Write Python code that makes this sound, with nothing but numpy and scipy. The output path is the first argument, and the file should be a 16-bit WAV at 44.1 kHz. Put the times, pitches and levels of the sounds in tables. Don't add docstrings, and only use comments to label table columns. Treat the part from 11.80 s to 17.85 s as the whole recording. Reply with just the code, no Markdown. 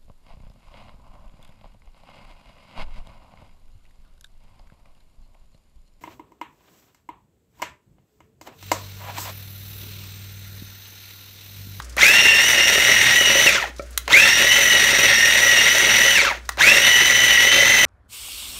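import sys
import numpy as np
from scipy import signal
from scipy.fft import rfft, irfft
from scipy.io import wavfile
from scipy.ndimage import uniform_filter1d

SR = 44100
rng = np.random.default_rng(int(sys.argv[2]) if len(sys.argv) > 2 else 0)


def elevation(decibels):
    levels = np.asarray(decibels, float)
    return 10 ** (levels / 20)


def wav_record(signal):
    frames = np.transpose(np.atleast_2d(signal))
    bounded = np.clip(frames, -1, 1)
    quanta = np.round(bounded * 32767).astype(np.int16)
    wavfile.write(sys.argv[1], SR, quanta)


N = 266849
FULL_HZ = 2900

# motor_on_s [s], motor_off_s [s], blade_angle at start [rad]
PULSES = [(0.165, 1.66, 1.2), (2.28, 4.35, -1.9), (4.773, 6.2, -2.5)]
# start_s [s], mesh_goal_hz [Hz, pinion], pinion_level_db [dB], wheel_level_db [dB]
LOAD = [(0.16, 2778, -25.5, -13.5), (0.4, 2807, -17.5, -22), (0.5, 2745, -16.5, -16.5),
        (0.6, 2776, -20, -17.5), (0.698, 2963, -21, -25), (0.8, 2808, -19, -19), (1.0, 2870, -23.5, -21),
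        (1.102, 2920, -23, -21), (1.28, 2841, -21.5, -18), (1.38, 2977, -15.5, -17),
        (1.45, 2890, -17.5, -24), (1.6, 2963, -17.5, -18.5), (1.662, 2964, -25, -24.5),
        (2.27, 2800, -21, -14.5), (2.549, 2830, -22.5, -19.5), (2.63, 2905, -20.5, -20),
        (2.74, 3010, -15.5, -17.5), (2.852, 3000, -21, -21), (2.95, 2909, -16, -15.5),
        (3.172, 2893, -34, -25.5), (3.25, 2949, -17.5, -18), (3.298, 2834, -26, -16),
        (3.44, 2819, -22, -12), (3.54, 2900, -28, -21.5), (3.7, 2960, -24, -17.5),
        (3.79, 2801, -19.5, -16.5), (3.939, 2992, -25.5, -21), (4.04, 2924, -21.5, -17),
        (4.141, 2917, -23.5, -22.5), (4.3, 2998, -18.5, -18.5), (4.349, 2908, -24.5, -24),
        (4.76, 2827, -23.5, -13), (4.989, 2867, -26, -25.5), (5.09, 2995, -14, -14),
        (5.151, 2966, -16, -17.5), (5.332, 3016, -20.5, -19.5), (5.4, 3001, -17, -17.5),
        (5.491, 3005, -17, -13.5), (5.55, 2940, -17, -17), (5.638, 2961, -18, -16.5),
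        (5.758, 3068, -19, -17), (5.838, 3028, -19.5, -15.5), (5.932, 3077, -26, -15.5),
        (6.05, 3012, -19, -17)]


def motor():
    spin_up_s, head_start_s = .052, .006
    surge_s, grip_s = 0.085, 0.004
    coast_s, friction_hz, still_hz = .4, 2900, 150
    now = np.arange(N) / SR
    load_s, goal_hz = np.transpose(LOAD)[:2]
    mesh_hz, surge, coasting, engaged = np.zeros((4, N))
    for on_s, off_s, angle in PULSES:
        since = np.maximum(now - on_s, 0)
        after = np.maximum(now - off_s, 0)
        loaded_hz = np.interp(np.minimum(now, off_s), load_s, goal_hz)
        driven_hz = loaded_hz * (1 - np.exp(-(since + head_start_s) / spin_up_s))
        pulse_hz = (driven_hz + friction_hz) * np.exp(-after / coast_s) - friction_hz
        turning = (now >= on_s) & (pulse_hz > still_hz)
        mesh_hz += turning * pulse_hz
        surge += (since / surge_s * np.exp(1 - since / surge_s)) ** 2
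        coasting += turning * (1 - np.exp(-after / grip_s))
        fade = np.minimum(pulse_hz / still_hz - 1, 1)
        engaged += turning * (1 - np.exp(-since / grip_s)) * fade
    return np.maximum(mesh_hz, still_hz), surge, coasting, engaged


def whine(teeth, smear_hz, rough):
    rough = np.clip(rough, 0, 1)
    smear = (drift(smear_hz) + 1j * drift(smear_hz)) / np.sqrt(2)
    envelope = np.sqrt(1 - rough) + np.sqrt(rough) * smear
    return np.sqrt(2) * np.real(envelope * np.exp(2j * np.pi * teeth))


# pinion_multiple [-], wheel_multiple [-], level_db [dB re rattle setting], smear_hz [Hz]
PARTIALS = [(0, 2, -6.5, 55), (1, 1, -16.5, 24), (3, 0, -11, 410), (4, 0, -16, 690), (5, 0, -20, 560)]
# pinion_mesh_multiple [-], level_db [dB re rattle setting]
SHAKE = [(1 / 13, -21), (1 / 25.0, -19)]
# pitch_hz [Hz], width_hz [Hz], level_db [dB]
HOUSING = [(895, 390, -13.5), (1395, 43, -6.5), (1785, 490, -6), (2008, 312, 3), (2535, 63, -2),
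           (2685, 130, 0), (3260, 180, -6), (3687, 550, -6), (4307, 146, -9.5), (5602, 76, -3.5),
           (5962, 190, -9), (6182, 28, -3.5), (7180, 280, -15.5), (8640, 1400, -22.5), (9730, 90, -16),
           (11850, 170, -17), (14350, 1800, -25)]
# pitch_hz [Hz], level_db [dB per Hz]
CASING = [(60, -24), (150, -21), (300, -17), (1000, -21), (2200, -6), (3500, -15.5), (5000, -18.5),
          (6500, -15.5), (8000, -26.5), (10500, -30), (13000, -27.5), (15500, -33)]


def gears(mesh_hz, pinion_db, wheel_db, octave_db, rattle_db, hiss_db):
    pinion_teeth, teeth_per_blade_turn = 13, 138.3
    wheel_mesh = .6536
    mains_throb_hz = 120
    chatter_db, chatter_hz = 7, 35
    teeth = np.cumsum(mesh_hz * (1 + 0.00268 * drift(30.8))) / SR
    motor_turn = 2 * np.pi * teeth / pinion_teeth
    blade_turn = 2 * np.pi * np.cumsum(mesh_hz) / SR / teeth_per_blade_turn
    for on_s, off_s, angle in PULSES:
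        start = int(on_s * SR)
        blade_turn[start:] += angle - blade_turn[start]

    bite_db = 3.5 * np.cos(blade_turn) + 4.5 * np.cos(2 * blade_turn + 2.1) + 2.5 * np.cos(3 * blade_turn - 1.5)
    bite = rms_one(elevation(bite_db))
    throb = 1 + .16 * np.cos(2 * np.pi * mains_throb_hz * np.arange(N) / SR)
    loose = np.clip(1 - mesh_hz / 2700, 0, 1)
    wobble = 1 + .42 * np.cos(motor_turn)
    wobble = wobble * elevation(-chatter_db * np.sqrt(loose) * drift(chatter_hz) ** 2)

    grid_hz = np.arange(10, 16000, 10.)
    radiated = uniform_filter1d(response(grid_hz, CASING, HOUSING), size=15)
    radiated *= np.minimum(grid_hz / 1500, 1) ** 2

    def through(order):
        gain = np.interp(order * mesh_hz, grid_hz, radiated)
        return (gain / np.interp(order * FULL_HZ, grid_hz, radiated)) ** .6

    tones = elevation(pinion_db) * through(1) * wobble * whine(teeth, 90, rough=.2 + 2.5 * loose)
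    wheel_tone = whine(wheel_mesh * teeth, 60, rough=.12 + 2 * loose)
    tones += elevation(wheel_db) * bite * through(wheel_mesh) * wheel_tone
    tones += elevation(octave_db) * wobble * through(2) * whine(2 * teeth, 140, rough=.6 + loose)
    for pinion, wheel, level_db, smear_hz in PARTIALS:
        order = pinion + wheel * wheel_mesh
        tones += elevation(rattle_db + level_db) * through(order) * whine(order * teeth, smear_hz, rough=0.84)
    for order, level_db in SHAKE:
        tones += elevation(rattle_db + level_db) * whine(order * teeth, 23.5, rough=0.9)

    knocks = rng.standard_normal(N) * elevation(2.0 * drift(500) + 0.2 * drift(9.9))
    knocks = knocks * throb * bite ** .3
    broad = colour(knocks, CASING)
    ringing = colour(knocks, CASING, HOUSING)
    rattle = rms_one(broad + (ringing - broad) * (1 - loose) ** 1.8)
    high_pass = signal.butter(4, 6600, "high", fs=SR, output="sos")
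    hiss = signal.sosfiltfilt(high_pass, rattle)
    body = elevation(rattle_db + 8) * (rattle - hiss)
    return tones * throb ** 0.36 + body + elevation(hiss_db - 5.0) * rms_one(hiss)


# pitch_hz [Hz], level_db [dB], t60_s [s]
BOWL = [(246, -38, 0.088), (414, -4, 0.056), (549.7, -2.5, 0.093), (577.5, -8, 0.19), (642, -9.5, 0.16),
        (1320, -2, 0.044), (1850, -11.5, 0.044), (2290, -5.5, 0.036)]
# [dB, relative strength of the blow]
THUDS = [(0.229, -10.5), (0.779, -10), (0.927, -18), (0.98, -5.5), (1.412, -6.5), (1.555, -9), (1.662, -5),
         (1.75, -10), (1.996, -17.5), (2.604, -11.5), (2.644, -6.5), (2.811, -16), (2.949, -13), (3.13, -9),
         (3.188, -8), (3.236, -8), (3.383, -14), (3.659, -15), (3.878, -28), (4.002, -14), (4.515, -20),
         (4.873, -5.5), (5.302, -10.5), (5.437, -20), (5.67, -11), (5.763, -9), (5.897, -10), (5.987, -14)]


def bowl(rattle_db):
    start_thuds = [(on_s + .004, -21) for on_s, off_s, angle in PULSES]
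    rows = np.array(list(THUDS) + start_thuds)
    at = (rows[:, 0] * SR).astype(int)
    mode_spread_db = rng.normal(0, 3.0, (len(rows), len(BOWL)))
    struck = rng.random(N) < 70.0 / SR
    small = struck * elevation(rattle_db - 5.0 + 1.03 * np.minimum(rng.exponential(1, N), 4))
    out = 0
    for k, (hz, level_db, t60) in enumerate(BOWL):
        hits = small * rng.standard_normal(N)
        hits[at] += elevation(rows[:, 1] - 11.5 + mode_spread_db[:, k])
        out = out + elevation(level_db) * ring(hits, hz, t60)
    return signal.lfilter([.3], [1, -.7], out)


# pitch_hz [Hz], level_db [dB], t60_s [s]
SWITCH = [(1400, -10, .012), (2100, -3, .011), (4200, -3, .008), (6800, -4, .006), (9300, -6, .005),
          (13000, -6, .004)]
# start_s [s], level_db [dB, relative], brightness [dB per octave]
CLICKS = [(0.0, -23, -7), (0.166, -20, -0.5), (2.1755, -4.5, 0.2), (2.278, -10.5, -8), (4.6905, -7, -4),
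          (4.7718, -22, -5)]


def switch():
    s = np.arange(2600) / SR
    scuffle = np.minimum(s / .001, 1) * (np.exp(-s / .002) + .15 * np.exp(-s / .008))
    high_pass = signal.butter(2, 1150, "high", fs=SR, output="sos")
    out = np.zeros(N + len(s))
    for (at, level_db, tilt_db), noise in zip(CLICKS, rng.standard_normal((len(CLICKS), len(s)))):
        crack = signal.sosfilt(high_pass, noise * scuffle)
        modes = sum(elevation(db) * ring(crack, hz, t60) for hz, db, t60 in SWITCH)
        crack = crack + elevation(-24) * modes
        slope = [(500, -3 * tilt_db), (4000, 0), (16000, 2 * tilt_db)]   # (Hz, dB)
        start = int(at * SR)
        out[start:start + len(s)] += elevation(level_db - 5.0) * colour(crack, slope)
    return out[:N]


# start_s [s], level_db [dB, relative], pitch_hz [Hz]
TICKS = [(0.021, -23, 6040), (0.0444, -24, 7050), (0.0947, -24.5, 6860), (0.1244, -28, 5240),
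         (1.963, -25, 5760), (1.9845, -21, 4760), (2.0206, -25, 6020), (2.0607, -32, 6880),
         (2.1066, -30, 9430), (2.1286, -29, 5990), (2.1993, -39, 4040), (2.2553, -23, 3819),
         (4.6528, -26, 5230), (4.7193, -20, 4620)]


def ticks():
    s = np.arange(2000) / SR
    out = np.zeros(N + len(s))
    for (at, level_db, hz), noise in zip(TICKS, rng.standard_normal((len(TICKS), len(s)))):
        band = signal.butter(1, [hz / 1.35, min(hz * 1.15, 16000)], "band", fs=SR, output="sos")
        puff = signal.sosfilt(band, noise * np.exp(-s / 0.012))
        start = int(at * SR)
        out[start:start + len(s)] += elevation(level_db - 13.0) * puff
    return out[:N]


def kitchen(x):
    t60_s, gap_s = .25, .006
    s = np.arange(SR // 2) / SR
    dull_noise = signal.lfilter([1], [1, -.5], rng.standard_normal(len(s)))
    tail = dull_noise * elevation(-60 * s / t60_s) * (s > gap_s)
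    return signal.fftconvolve(x, tail / np.sqrt(np.sum(tail ** 2)))[:N]


def appliance_hum():
    now = np.arange(N) / SR
    return elevation(-41.5) * np.sqrt(2) * np.sin(2 * np.pi * 59.4 * now)


# [dB per Hz, relative]
ROOM_NOISE = [(60, -34), (100, -9.5), (140, -20), (600, -20.5), (850, -31), (1430, -21), (3700, -31),
              (6260, -31.5), (7900, -35), (15500, -47)]


def room_noise():
    return elevation(-52.5) * rms_one(colour(rng.standard_normal(N), ROOM_NOISE))


def rms_one(x):
    return x / np.sqrt(np.mean(np.abs(x) ** 2) + 1e-20)


def response(hz, points, resonances=()):
    points_hz, points_db = np.transpose(points)
    power = elevation(2 * np.interp(np.log(hz), np.log(points_hz), points_db))
    for centre_hz, width_hz, peak_db in resonances:
        power = power + elevation(2 * peak_db) / (1 + (2 * (hz - centre_hz) / width_hz) ** 2) ** 2
    return np.sqrt(power)


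def colour(x, points, resonances=()):
    hz = np.maximum(np.fft.rfftfreq(len(x), 1 / SR), 1)
    return irfft(rfft(x) * response(hz, points, resonances), len(x))


def drift(rate_hz):
    r = np.exp(-2 * np.pi * rate_hz / SR)
    settling = 8000
    noise = rng.standard_normal(N + settling)
    return rms_one(signal.lfilter([1], [1, -2 * r, r * r], noise)[settling:])


def ring(clicks, hz, t60):
    r, w = elevation(-60 / (t60 * SR)), 2 * np.pi * hz / SR
    return signal.lfilter([0, np.sin(w)], [1, -2 * r * np.cos(w), r * r], clicks + 1e-18)


def scene():
    now = np.arange(N) / SR
    mesh_hz, surge, coasting, engaged = motor()
    shudder_hz, shudder_width_hz = 1850, 140
    shudder = np.exp(-((mesh_hz - shudder_hz) / shudder_width_hz) ** 2)
    load_s, goal_hz, pinion_db, wheel_db = np.transpose(LOAD)

    def level(full_db, halving_db, surge_db, coast_db, shudder_db, flicker_db):
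        return (full_db + halving_db * np.log2(mesh_hz / FULL_HZ) + surge_db * surge + coast_db * coasting
                + shudder_db * shudder + flicker_db * drift(13.6))

    rattle_db = level(-23, halving_db=8.5, surge_db=3, coast_db=2.9, shudder_db=4, flicker_db=1.4)
    pinion_db = np.interp(now, load_s, pinion_db) + level(
        0.1, halving_db=3, surge_db=10, coast_db=7.5, shudder_db=-7, flicker_db=2.0)
    wheel_db = np.interp(now, load_s, wheel_db) + level(
        0.1, halving_db=2, surge_db=1.5, coast_db=4, shudder_db=-8, flicker_db=0.46)
    octave_db = level(-24.5, halving_db=5.5, surge_db=1, coast_db=1, shudder_db=7.5, flicker_db=0)
    hiss_db = level(-24, halving_db=9.5, surge_db=6, coast_db=2.8, shudder_db=-3, flicker_db=1.5)
    whirr = gears(mesh_hz, pinion_db, wheel_db, octave_db, rattle_db, hiss_db) * engaged
    thuds = bowl(np.where(engaged > 0, rattle_db, -120))
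    chopper = whirr + thuds + switch() + ticks()
    return (chopper + elevation(-17) * kitchen(chopper) + appliance_hum() + room_noise())[None]


def band_limit(x):
    return signal.sosfilt(signal.butter(12, 16810, fs=SR, output="sos"), x)


def record(dry):
    low_cut = signal.butter(6, 47, "high", fs=SR, output="sos")
    dry = signal.sosfilt(low_cut, dry)
    level_db = 10 * np.log10(uniform_filter1d(dry[0] ** 2, size=882) + 1e-9)
    fall_db = 90.0 * np.arange(N) / SR
    held_db = np.maximum.accumulate(level_db + fall_db) - fall_db
    r = np.exp(-1 / (.07 * SR))
    held_db = signal.lfilter([1 - r], [1, -r], held_db - held_db[0]) + held_db[0]
    levelled = dry * elevation(-.22 * (np.maximum(held_db, -38.0) + 12.0))
    rounded = 0.99 * np.tanh(levelled / 1.137)
    top_cut = signal.ellip(12, .5, 70, 15750, fs=SR, output="sos")
    mix = signal.sosfilt(top_cut, rounded)
    return band_limit(mix)


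dry = scene()
out = record(dry)
wav_record(out)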